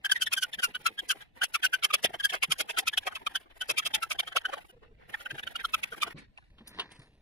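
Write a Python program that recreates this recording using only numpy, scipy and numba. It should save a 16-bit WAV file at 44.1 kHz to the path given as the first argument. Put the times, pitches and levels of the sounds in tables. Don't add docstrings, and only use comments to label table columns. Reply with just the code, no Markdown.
import sys
import numpy as np
from scipy import signal
from scipy.fft import rfft, irfft
from scipy.io import wavfile
from scipy.ndimage import uniform_filter1d
from numba import njit

SR = 44100
rng = np.random.default_rng(int(sys.argv[2]) if len(sys.argv) > 2 else 0)


def volts(x):
    e = np.asarray(x, float) / 20
    return 10 ** e


def transcribe(signal):
    frames = np.atleast_2d(signal).T
    limited = np.clip(frames, -1, 1)
    pcm = np.round(limited * 32767).astype(np.int16)
    wavfile.write(sys.argv[1], SR, pcm)


N = 317961
DRILL_END_S = 6.14

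# mid-stroke [t/s], length [ms], slip rate [f/Hz], squeak [level/dB], board ring [level/dB]
RUN_1 = [(.059, 23.7, 1614, -32.5, -32), (0.101, 15, 1696, -32, -35), (.122, 21.2, 1580, -25.5, -22),
         (.165, 33.4, 1868, -31, -42), (0.224, 24.4, 1528, -32.5, -25), (0.271, 21.3, 1780, -31, -32),
         (.334, 30.8, 1273, -37.5, -26), (0.379, 26.7, 1565, -32, -30.5), (0.436, 27.4, 1482, -30.5, -27),
         (0.539, 18.4, 1750, -38.5, -34), (.598, 18.6, 1588, -34, -35.5), (0.644, 31.6, 1410, -26, -26),
         (0.757, 16.3, 1487, -34.5, -33.5), (.869, 28.8, 1343, -23.5, -27.5), (0.991, 13, 1624, -32, -31),
         (1.11, 27.7, 1506, -25.5, -25.5), (1.218, 29, 1648, -48.5, -52)]
RUN_2 = [(1.437, 29.3, 1518, -28, -27.5), (1.551, 21.8, 1285, -29, -25), (1.65, 29.2, 1513, -25.5, -25),
         (1.746, 24.8, 1534, -24.5, -28), (1.847, 26.3, 1162, -32, -22.5), (1.943, 25, 1176, -28.5, -21),
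         (2.05, 24.8, 1762, -30, -23.5), (2.147, 24, 1580, -39.5, -41.5), (2.206, 18.8, 1600, -33, -35.5),
         (2.255, 27.8, 1630, -25, -25.5), (2.303, 21, 1770, -38.5, -33), (2.342, 42.6, 1267, -30.5, -35.5)]
RUN_3 = [(2.437, 19.2, 1148, -30, -22.5), (2.523, 24.7, 1200, -32.5, -23),
         (2.607, 29.1, 1160, -34.5, -27.5), (2.704, 23.6, 1750, -39.5, -32.5), (2.79, 30, 1324, -31.5, -26),
         (2.88, 20.7, 1270, -33.5, -23), (2.942, 19.1, 1740, -35, -36.5), (2.98, 11, 1495, -33, -19.5),
         (3.076, 23.5, 1133, -31.5, -32), (3.127, 33, 1510, -43, -57), (3.16, 16, 1285, -39, -33),
         (3.267, 10.1, 1170, -26.5, -26), (3.36, 21.2, 1520, -31, -28.5)]
RUN_4 = [(3.62, 17.8, 1512, -33, -30), (3.704, 26, 1242, -32.5, -25.5), (3.789, 27.5, 1186, -37, -25),
         (3.868, 20, 1170, -37, -25.5), (3.951, 23.3, 1719, -33.5, -23), (4.031, 25, 1328, -31.5, -31),
         (4.12, 25, 1210, -37, -29), (4.2, 15.2, 1121, -34.5, -23.5), (4.281, 25, 1302, -41.5, -40.5),
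         (4.327, 20, 1556, -42, -46.5), (4.371, 20.4, 1210, -27.5, -24.5), (4.455, 12.1, 1527, -25.5, -32),
         (4.496, 26, 1544, -49, -50.5), (4.537, 26.6, 1207, -33.5, -41), (4.581, 27.6, 1552, -48.5, -52.5)]
RUN_5 = [(5.142, 15, 1724, -29, -41), (5.265, 9.4, 1525, -30, -38), (5.31, 13, 1635, -34.5, -36),
         (5.39, 21.3, 1546, -37.5, -40.5), (5.436, 6.4, 1730, -36, -36.5), (5.479, 8.9, 1484, -32, -32.5),
         (5.561, 12.2, 1470, -32.5, -30.5), (5.605, 27, 1750, -38, -46.5), (5.652, 14.6, 1351, -29.5, -30),
         (5.744, 16.6, 1283, -29, -24), (5.84, 15, 1210, -43.5, -28), (5.93, 33, 1406, -39.5, -50),
         (6.03, 22, 1196, -31, -27), (6.077, 32, 1463, -45, -48)]
RUNS = (RUN_1, RUN_2, RUN_3, RUN_4, RUN_5)
# [f/Hz], width [Hz], [level/dB]
STEM_MODES = [(4270, 5200, -2), (9580, 2500, 0.5)]
# [t/s], peak [level/dB], t60 [s], brightness [level/dB]
CLACK_EVENTS = [
    (6.384, -40, 0.02, -13),
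    (6.609, -49.5, 0.026, -15),
    (6.676, -41, .012, 16),
    (6.787, -29, 0.1, -6),
    (6.797, -25.5, 0.11, 19),
    (6.818, -41, 0.06, -14),
    (6.855, -45, .03, -18),
    (6.892, -52, .03, -12),
    (6.918, -43, 0.03, 0),
    (6.998, -51, .03, 10),
]
# [t/s], peak [level/dB], pitch [f/Hz], t60 [s]
BUMP_EVENTS = [(2.483, -43, 156, 0.077), (3.694, -41.5, 436, 0.016), (4.727, -54, 513, 0.012),
               (4.762, -54, 478, 0.012), (4.88, -59, 470, 0.036), (4.909, -56.5, 433, 0.022),
               (5.326, -41.5, 140, 0.083), (5.918, -44, 459, 0.0087), (6.143, -41.5, 146.4, 0.052),
               (0.574, -52, 196, 0.021), (.69, -65, 226, 0.02), (0.794, -66, 196, 0.023),
               (6.071, -49.5, 336, 0.086), (6.603, -48, 222, 0.065), (6.988, -48, 130, 0.019)]


def unit(x):
    return x / np.sqrt(np.mean(x ** 2) + 1e-30)


@njit
def svf(x, hz, width):
    y, b, l = np.empty(len(x)), 0., 0.
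    g, k = np.tan(np.pi * hz / SR), width / hz
    for i in range(len(x)):
        v = (b + g * (x[i] - l)) / (1 + g * (g + k))
        b, l, y[i] = 2 * v - b, l + 2 * g * v, k * v
    return y


def steep(x, hz, width):
    return svf(svf(x, 1. * hz, 1. * width), 1. * hz, 1. * width)


def modes(x, table):
    return sum((-1) ** k * volts(db) * steep(x, hz, width) for k, (hz, width, db) in enumerate(table))


def walk(rate_hz, size=N):
    hold = max(int(SR / rate_hz), 1)
    steps = np.repeat(rng.standard_normal(size // hold + 1), hold)
    return 1.3 * uniform_filter1d(steps, hold)[:size]


def coloured(table):
    hz, db = np.transpose(table)
    log_hz = np.log(np.arange(N // 2 + 1) * SR / N + 1)
    gain = volts(np.interp(log_hz, np.log(hz + 1), db))
    return unit(irfft(rfft(rng.standard_normal(N)) * gain, N))


def patchy(table, lo_hz, count, patch_db, rate_hz):
    noise = coloured(table)
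    centres_hz = lo_hz * 2 ** (np.arange(count) / 2)
    return unit(sum(svf(noise, hz, hz / 3.2) * volts(patch_db * walk(rate_hz)) for hz in centres_hz))


def add(out, s, x):
    i = int(s * SR) - len(x) // 2
    a, b = max(i, 0), min(i + len(x), N)
    out[a:b] += x[a - i:b - i]


def drill():
    out, size = np.zeros(N), 4400
    t_ms = (np.arange(size) - size // 2) / SR * 1000
    for stroke in strokes():
        for at_s, part in stroke_parts(t_ms, *stroke):
            add(out, at_s, part)
    return out


def stroke_parts(t_ms, s, ms, hz, squeak_db, ring_db, groan_db):
    # [f/Hz], width [Hz], [level/dB]
    board = [(2300, 470, -4), (2693, 310, 0), (3157, 342, 6.5), (3740, 1400, -10)]
    # [f/Hz], width [Hz], [level/dB]
    grit_modes = [(4990, 2370, 4), (6840, 2600, -5.5), (10020, 3940, 2.5), (13900, 5900, -10.5)]
    # [f/Hz], width [Hz], [level/dB]
    hearth = [(426, 430, -9), (741.5, 177, 3)]
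    shallow_jams_s = [4.369, 4.494, 4.539, 4.58, 5.145]

    grit_db = -9.5 + 0.5149 * np.clip(ms - 22, -14, 9) + 0.2643 * max(ring_db + 31.5, -15)
    mode_hz = np.clip(2 * hz, 2250, 3350)
    groan_rough = 1.5061 - (squeak_db - groan_db) / 13
    feeble_rough = min(-(squeak_db + 38.5) / 12, .45)
    rough = np.clip(max(groan_rough, feeble_rough), 0, 1 if ring_db > -50 else .45)
    feeble_db = np.clip(-.4 * (ring_db + 48.0), 0, 5) - 12.0 * (ring_db < -68)
    at_s, low_db, lead_ms = bite(s)

    pulses, catch, phase = slips(hz, rough, t_ms)
    dust = rng.standard_normal((3, len(t_ms)))

    squeak = steep(pulses + (0.56 + 1.1 * rough) * dust[0], hz, 360 + 600 * rough)
    squeak = squeak - svf(squeak, 930., 330.)

    scrape = pulses + (0.47 + 2.9 * rough) * dust[1]
    octave_db = 2.5 + low_db * (mode_hz < 2850)
    ring = modes(scrape, board[2:]) + volts(low_db) * modes(scrape, board[:2])
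    ring = ring + volts(octave_db) * steep(scrape, mode_hz, 380)

    grit = modes(0.61 * pulses + dust[2] * np.exp(-phase / 0.54), grit_modes)

    deep_db = -10.5 * (np.abs(np.subtract(shallow_jams_s, s)).min() < .012)
    groan = steep(catch + 1.2 * dust[0], hz / 2, 180) + volts(deep_db) * modes(dust[2], hearth)
    groan = groan + volts(deep_db + 0.83 * (groan_db + 31.0)) * steep(dust[1], 420, 280)
    groan = groan + volts(np.clip(-.8 * (ring_db + 61.0), -30, 6)) * steep(dust[1], 380, 370)

    flat = max(feeble_db, 0)
    swell = bell(t_ms, 0.48 * min(ms, 60), np.where(t_ms < 0, 2.8, 1.6) + 0.3 * flat)
    grit = grit * bell(t_ms, 0.36 * min(ms, 60), 1.65 + 0.26 * flat)

    # signal, level/dB, swell exponent, bite flicker/dB, lead/ms
    parts = ((squeak, squeak_db, 1.3, 3.5, lead_ms),
             (ring, ring_db, 1.05, 4.0, 0),
             (grit, ring_db + grit_db + feeble_db, 0, 4.0, 0),
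             (groan, groan_db, .9, 4.0, 0))
    for part, db, focus, bite_db, early_ms in parts:
        flicker_db = bite_db * walk(200, size=len(t_ms)) + 1.8 * walk(900, size=len(t_ms))
        part = part * swell ** focus * volts(flicker_db)
        centre_ms = np.average(t_ms, weights=part ** 2)
        part = np.roll(part, -int(centre_ms * SR / 1000))
        core = part[np.abs(t_ms) < ms / 2]
        yield at_s - early_ms / 1000, part * volts(db) / np.sqrt(np.mean(core ** 2))


def bell(t_ms, half_ms, power):
    return np.exp(-np.abs(t_ms / half_ms) ** power) * np.hanning(len(t_ms)) ** .5


def bite(s):
    bite_table = [(0.0581, 6.5, -5.5), (0.121, -1.5, -1), (0.1661, -10, 1), (0.225, 1.5, 2),
                  (0.2718, -5, -3), (0.335, 2.5, 2.5), (0.3811, -2, 1.5), (0.433, 1.5, -3),
                  (0.5413, -2.5, -1), (0.5972, -18, 2.5), (0.6429, 10.5, 0.5), (0.7554, 3, -2.5),
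                  (0.8688, 9, 1), (0.995, -11, 1.5), (1.1095, 5, -1.5), (1.4409, 2, 7.5), (1.5533, 7, -2.5),
                  (1.6515, 5.5, 1), (1.7427, 14.5, -1), (1.8476, -4, -3.5), (1.9443, -4, 0.5),
                  (2.0489, 1.5, -4.5), (2.205, -3, -3), (2.252, -5, -1), (2.343, 5, 0.5),
                  (2.4359, -0.5, -1.5), (2.5225, -2.5, 1), (2.6075, -1.5, 1), (2.7034, 7, 4),
                  (2.79, 7.5, 3), (2.8816, 2, 2.5), (2.9387, -18, -1.5), (2.9808, 1.5, 1.5),
                  (3.075, 0.5, -3), (3.1601, 5, -8), (3.271, -4, -1), (3.36, -5, -0.5), (3.6187, -6, -3.5),
                  (3.7047, 4, -1), (3.787, -1.5, -2), (3.866, -5, -3.5), (3.9501, 0, -3.5),
                  (4.033, 9.5, -1.5), (4.1172, -1, 0), (4.1994, -9.5, -0.5), (4.2797, -0.5, -0.5),
                  (4.3697, -1.5, -0.5), (4.458, -6, 2), (4.5382, 0, 1), (5.144, 3, -1), (5.2619, 12, -4.5),
                  (5.3115, 6, -0.5), (5.3935, 2, 2), (5.4751, 3, -2), (5.5616, -0.5, 1.5), (5.6533, -10, 3),
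                  (5.7451, 3.5, -1), (5.8387, 7, -4), (5.932, -1, 0), (6.0301, -5.5, -2)]
    return next((row for row in bite_table if abs(row[0] - s) < .009), (s, 0, 0))


def slips(hz, rough, t_ms):
    size = len(t_ms)
    wander = walk(120, size=size)
    wander = wander - wander[np.abs(t_ms) < 10].mean()
    sag = 1 - (.05 + .04 * rng.standard_normal()) * np.tanh(t_ms / 12)
    phase = np.cumsum(hz * sag * (1 + (0.03 + .1 * rough) * wander)) / SR
    cycle = np.floor(phase)
    strength = volts((5.5 + 3.7 * rough) * rng.standard_normal(size))
    pulses = unit(np.diff(cycle, prepend=0) * strength)
    catch = pulses * (-1) ** cycle
    return pulses - pulses.mean(), catch, phase % 1


def strokes():
    # [t/s], groan [level/dB]
    jams = [(.334, -52), (.598, -48.5), (1.436, -40), (1.65, -49), (1.849, -42), (1.943, -37.5),
            (2.049, -30), (2.147, -37), (2.343, -38.5), (2.436, -38), (2.522, -45.5), (2.606, -39),
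            (2.702, -39.5), (2.79, -35), (2.979, -43.5), (3.075, -36.5), (3.269, -43.5), (3.361, -46),
            (3.622, -48.5), (3.703, -38.5), (3.867, -44), (3.952, -39), (4.199, -46.5), (4.28, -51),
            (4.369, -33.5), (4.494, -41), (4.539, -40.5), (4.58, -42.5), (5.145, -45), (6.077, -42.5)]
    faint_groans_db = [-57, -60, -52, -54, -51.5]
    # [t/s], length [ms], slip rate [f/Hz], squeak [level/dB]
    creaks = [
        (1.373, 18.3, 1848, -57),
        (3.466, 19, 1063, -61),
        (3.518, 20, 2000, -65),
        (3.572, 16, 2000, -57.5),
        (4.652, 10.5, 2400, -56),
        (4.702, 22, 2980, -59),
        (4.836, 40.7, 1075, -60),
        (5.025, 70, 1435, -65),
        (5.1, 30, 1510, -57.5),
    ]
    # [t/s], squeak [level/dB], groan [level/dB]
    returns = [(0.489, -67, -58), (0.691, -55.5, -50.5), (0.815, -57.5, -60.5), (0.91, -79, -54.5),
               (1.034, -67.5, -54), (1.159, -61.5, -51.5), (1.496, -79.5, -67), (1.603, -64, -62.5),
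               (1.698, -61, -64.5), (1.797, -64, -64.5), (1.897, -53, -66.5), (1.989, -52, -55),
               (2.103, -58, -45.5), (2.48, -63, -63), (2.566, -55.5, -67.5), (2.656, -71, -56.5),
               (2.748, -52.5, -48.5), (2.831, -56.5, -45), (3.035, -51, -57), (3.222, -65, -51),
               (3.318, -56, -53), (3.657, -58, -59), (3.745, -56, -55), (3.832, -43, -59.5),
               (3.913, -50, -51.5), (3.984, -51, -49), (4.068, -60, -57), (4.156, -50.5, -48.5),
               (4.235, -47, -48), (4.417, -52.5, -58.5), (5.212, -47.5, -53), (5.355, -47.5, -49.5),
               (5.515, -52.5, -52), (5.694, -55, -62), (5.789, -55, -54), (5.877, -58, -63),
               (5.982, -53, -50.5)]
    # [t/s], slip rate [f/Hz], squeak [level/dB]
    chirps = [
        (.049, 1600, -32.5),
        (1.422, 1530, -25),
        (1.637, 1640, -29),
        (1.832, 1350, -33.5),
        (1.91, 1200, -31.5),
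        (3.8, 1200, -32.5),
        (2.778, 1330, -29),
        (.984, 1620, -39),
        (.764, 1560, -39.5),
    ]
    return_gap_s, return_fill, return_hz = .07, 0.27, 1653
    light_ring_db, light_groan_db, creak_ring_db = -3.5, 2.5, -14
    chirp_ms, chirp_ring_db = 9.0, -1.5

    jam_s, jam_db = np.transpose(jams)
    rows = [(s, ms, hz, db, db + creak_ring_db, db + light_groan_db) for s, ms, hz, db in creaks]
    for run, faint_db in zip(RUNS, faint_groans_db):
        for row in run:
            jammed = np.abs(jam_s - row[0]) < .012
            rows.append((*row, max([faint_db, *jam_db[jammed]])))
        s = np.array(run)[:, 0]
        for start, gap in zip(s, np.diff(s)):
            if gap > return_gap_s:
                middle = start + gap / 2
                at, light_db, groan_db = min(returns, key=lambda row: abs(row[0] - middle))
                hz = return_hz * (1 + 0.042 * rng.standard_normal())
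                rows.append((at, 1000 * return_fill * gap, hz, light_db, light_db + light_ring_db, groan_db))
    return rows + [(s, chirp_ms, hz, db, db + chirp_ring_db, -70) for s, hz, db in chirps]


def rustle():
    # [f/Hz], [level/dB per Hz]
    cloth = [(200, -5.5), (300, -12), (700, -5), (1200, -11.5), (2000, -3.5), (3500, -11.5), (5300, -26),
             (7000, -42)]
    # [f/Hz], [level/dB per Hz]
    lawn = [(150, -0.5), (250, 0), (695, -10.5), (1270, -11.5), (1800, -6.5), (3030, -10.5), (6500, -34.5),
            (14300, -120)]
    # [f/Hz], width [Hz], [level/dB]
    drag_ring = [(974, 140, 8), (1780, 270, 8), (2210, 370, 0), (3960, 1240, 1.5)]
    # [f/Hz], width [Hz], [level/dB]
    cord_modes = [(4900, 2300, -3), (10100, 4100, 3.5), (14100, 5000, -1.5), (7750, 2200, -8)]

    body_db, hiss_db = handling_db()
    stops = turning()
    drilling = np.arange(N) < DRILL_END_S * SR
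    grain = volts(np.where(drilling, 1, .6) * (1.6 * walk(30) + 3.6 * walk(300)))
    sleeve = patchy(cloth, 240, count=10, patch_db=1.5, rate_hz=32)
    drag = patchy(lawn, 222, count=10, patch_db=2.0, rate_hz=59)
    drag = drag + volts(-3.0) * unit(modes(rng.standard_normal(N), drag_ring))
    body = np.where(drilling, sleeve, drag)
    cord = unit(modes(rng.standard_normal(N), cord_modes)) * stops
    cord = cord * volts(2.5 + 1.2 * walk(170) + 2.4 * walk(24))
    stems = unit(modes(rng.standard_normal(N), STEM_MODES)) * grain
    hiss = np.where(drilling, cord, stems) * volts(hiss_db)
    return grain * body * stops ** 0.3 * volts(body_db + 1.0) + hiss


def handling_db():
    # start [t/s], end [t/s], sleeve [level/dB], cord hiss [level/dB], release [s]
    sawing = [
        (0.041, 1.227, -57.5, -68.5, 0.081),
        (1.369, 3.413, -57.5, -67.5, 0.08),
        (3.567, 4.621, -57, -68, 0.044),
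        (4.6, 4.71, -65, -68.5, 0.0076),
        (5.097, 5.541, -51.5, -63, 0.035),
        (5.57, 6.127, -53.5, -63.5, 0.011),
    ]
    # start [t/s], length [s], [level/dB], hiss [level/dB], fade over shift [dB]
    fidgets = [
        (3.391, 0.029, -66, -83, -4),
        (3.504, 0.023, -54.5, -83, -4.5),
        (4.683, 0.019, -65, -86, -5.5),
        (4.73, 0.031, -69.5, -92.5, -6.5),
        (4.828, 0.052, -60, -90, -13.5),
        (5.005, 0.08, -61.5, -86, -2.5),
    ]
    # start [t/s], length [s], [level/dB], hiss [level/dB], fade over drag [dB]
    laying = [
        (6.171, 0.084, -53, -79, -11),
        (6.365, 0.15, -73, -86, -6),
        (6.588, 0.058, -67.5, -90, -11),
        (6.658, 0.14, -64, -84, 6.5),
        (6.778, 0.13, -52, -84, -14),
        (6.907, 0.167, -59, -68, -12.5),
        (7.08, 0.14, -76.5, -85.5, -4),
    ]
    saw_attack_s, arch_db = .04, -0.5
    drag_attack_s, drag_release_s = 0.016, 0.013

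    drilling = np.arange(N) < DRILL_END_S * SR
    rest = np.where(drilling, [[-78], [-103]], [[-80.5], [-104]])
    out = rest * 1.
    for start, end, *db, release in sawing:
        on, share = gate(start, end, saw_attack_s, release)
        work_db = np.array(db)[:, None] - arch_db * (2 * share - 1) ** 2
        out = np.maximum(out, rest + on * (work_db - rest))
    for start, length, level_db, hiss_db, fade_db in [*fidgets, *laying]:
        on, share = gate(start, start + length, drag_attack_s, drag_release_s)
        drag_db = np.array([[level_db], [hiss_db]]) + fade_db * share
        out = np.maximum(out, rest + on * (drag_db - rest))
    return out


def gate(start, end, attack, release):
    t = np.arange(N) / SR
    on = np.interp(t, [start - attack, start, end, end + release], [0, 1, 1, 0])
    return on, np.clip((t - start) / (end - start), 0, 1)


def turning():
    idle_turns_s = [4.6, 4.64, 4.68, 5.115, 5.6, 5.901, 5.955, 6.099]
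    dip_db, dip_s = -20, 0.0028
    s, ms, _, _, ring_db = np.concatenate(RUNS).T
    hard = ring_db > -45
    s, reach = s[hard], (0.83 * ms[hard] + 12) / 1000
    turns_s = np.concatenate([s - reach, s - reach - .005, s + 1.15 * reach, idle_turns_s])
    stops = np.zeros(N)
    stops[(turns_s * SR).astype(int)] = 1
    dips = signal.oaconvolve(stops, signal.windows.gaussian(1201, dip_s * SR), "same")
    return volts(dip_db * np.clip(dips, 0, 1))


def knocks():
    # [t/s], peak [level/dB], pitch [f/Hz], crackle [level/dB], spread [ms]
    contacts = [
        (6.186, -41.5, 2300, -47.5, 16),
        (6.377, -39.5, 2530, -57.5, 7),
        (6.425, -55, 1490, -93, 9.6),
        (6.584, -48.5, 3180, -76.5, 15),
        (6.675, -52, 1710, -38.5, 13),
        (6.797, -22.5, 2980, -44, 11.4),
        (6.818, -36, 1730, -74, 9.3),
        (6.918, -54, 1740, -45.5, 7.7),
        (6.994, -66, 1830, -52, 5),
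        (6.677, -47, 12100, -90, 13),
    ]
    out, t_ms = np.zeros(N), np.arange(-2000, 2000) / SR * 1000
    for s, db, hz, crackle_db, ms in contacts:
        shape = np.exp(-np.maximum(t_ms, -8 * t_ms) / max(ms, 1))
        dust = rng.standard_normal((2, len(t_ms))) * volts(1.6 * walk(600, size=len(t_ms)))
        dull = steep(svf(dust[0], 1350.0, 2300.0), 1260, 1500)
        wood = unit(steep(dust[0], hz, 0.24 * hz) + volts(-11.5) * dull)
        crackle = unit(modes(dust[1], STEM_MODES))
        add(out, s, shape * (wood * volts(db - 7.5) + crackle * volts(crackle_db - 8.0)))
    return out


def clacks():
    # [f/Hz], width [Hz], [level/dB]
    bow = [(405, 270, 2.5), (760, 260, 2), (1017, 180, 10), (1810, 380, 6)]
    # [f/Hz], width [Hz], [level/dB]
    bow_top = [(2790, 280, -2), (3500, 1250, 4), (4390, 1300, -12.5)]
    out, t = np.zeros(N), np.arange(-6000, 6000) / SR

    def fall(t60):
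        return (t >= 0) * np.exp(-np.log(1000) * np.abs(t) / max(t60, .003))

    for s, db, t60, bright_db in CLACK_EVENTS:
        blow = rng.standard_normal(len(t)) * (fall(0.0023) + 0.31 * fall(t60))
        clack = modes(blow, bow) + volts(bright_db) * modes(blow * fall(1.3 * t60), bow_top)
        add(out, s, clack * volts(db) / np.abs(clack).max())
    return out


def bumps():
    out, t = np.zeros(N), np.arange(-6000, 6000) / SR
    for s, db, hz, t60 in BUMP_EVENTS:
        fall = np.exp(-np.log(1000) * np.maximum(t - .02, 0) / max(t60, .01))
        shape = np.clip(t / 0.0047, 0, 1) * fall
        scuff = unit(steep(rng.standard_normal(len(t)), 1.55 * hz, 2.7 * hz))
        add(out, s, volts(db - 3.5) * shape * (np.sin(2 * np.pi * hz * t) + 0.31 * scuff))
    return out


def outdoors():
    # [t/s], [level/dB]
    wind = [(0, -67), (3, -61.5), (6.2, -62), (6.65, -63), (7.21, -68)]
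    # [f/Hz], [level/dB per Hz]
    self_noise = [(3000, -7.5), (6000, 0), (12600, -2), (13400, -30)]
    # [f/Hz], [level/dB per Hz]
    far_air = [(59, -29), (100, 15.5), (808, 1), (1160, -31.5), (2550, -5), (8000, -32.5), (11700, -57),
               (19800, -120)]
    wind_db = np.interp(np.arange(N) / SR, *np.transpose(wind))
    rumble = unit(steep(rng.standard_normal(N), 23, 74)) * volts(wind_db + 1.3 * walk(4))
    hiss = coloured(self_noise) * volts(-92.5)
    air = patchy(far_air, 78, count=13, patch_db=1.5, rate_hz=44) * volts(-70.5)
    return rumble + hiss + air


def scene():
    mono = drill() + rustle() + knocks() + clacks() + bumps() + outdoors()
    return np.array([mono, mono])


def lock_phase(phase, s, lead_frames, bins=slice(None)):
    frame = int(s * SR / 64)
    phase[:, bins, frame - lead_frames:] -= phase[:, bins, frame:frame + 1].copy()


def top_cut(x):
    return signal.sosfilt(signal.butter(12, 16550, fs=SR, output="sos"), x)


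def record(dry):
    agreed_squeaks_s = [4.37, 5.652, 5.745, 6.031]
    top_hz, real_time_s = 15900, 6.5
    spread_rad, spread_rad_per_khz = 0.28, 0.37

    frames = signal.stft(dry, nperseg=512, noverlap=448)[2]
    drift = np.cumsum(0.4273 * rng.standard_normal(frames.shape), axis=2)
    drift = uniform_filter1d(drift, size=4, axis=1)
    clack_s = np.array(CLACK_EVENTS)[:, 0]
    for s in clack_s[np.diff(clack_s, prepend=0) > .04]:
        lock_phase(drift, s, 12)
    offset = np.cumsum(0.33 * rng.standard_normal(frames.shape[:2]), axis=1)[..., None]
    phase = offset + drift
    agreed = [(row[0] + .01, 0, 7) for row in BUMP_EVENTS] + [(s, 11, 19) for s in agreed_squeaks_s]
    for s, low, top in sorted(agreed):
        lock_phase(phase, s, 16, slice(low, top))
    phase = uniform_filter1d(phase, size=12, axis=2)
    khz, real = np.arange(257)[:, None] * SR / 512000, int(real_time_s * SR / 64)
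    spread = np.minimum(spread_rad + spread_rad_per_khz * khz, 2)
    phase[..., real:] = spread * np.sin(uniform_filter1d(phase[..., real:], size=24, axis=1))
    wet = signal.istft(frames * np.exp(1j * phase), nperseg=512, noverlap=448)[1][:, :N]
    wet = signal.sosfilt(signal.ellip(8, .2, 60, top_hz, fs=SR, output="sos"), wet)
    return top_cut(volts(1.5) * wet)


dry = scene()
out = record(dry)
transcribe(out)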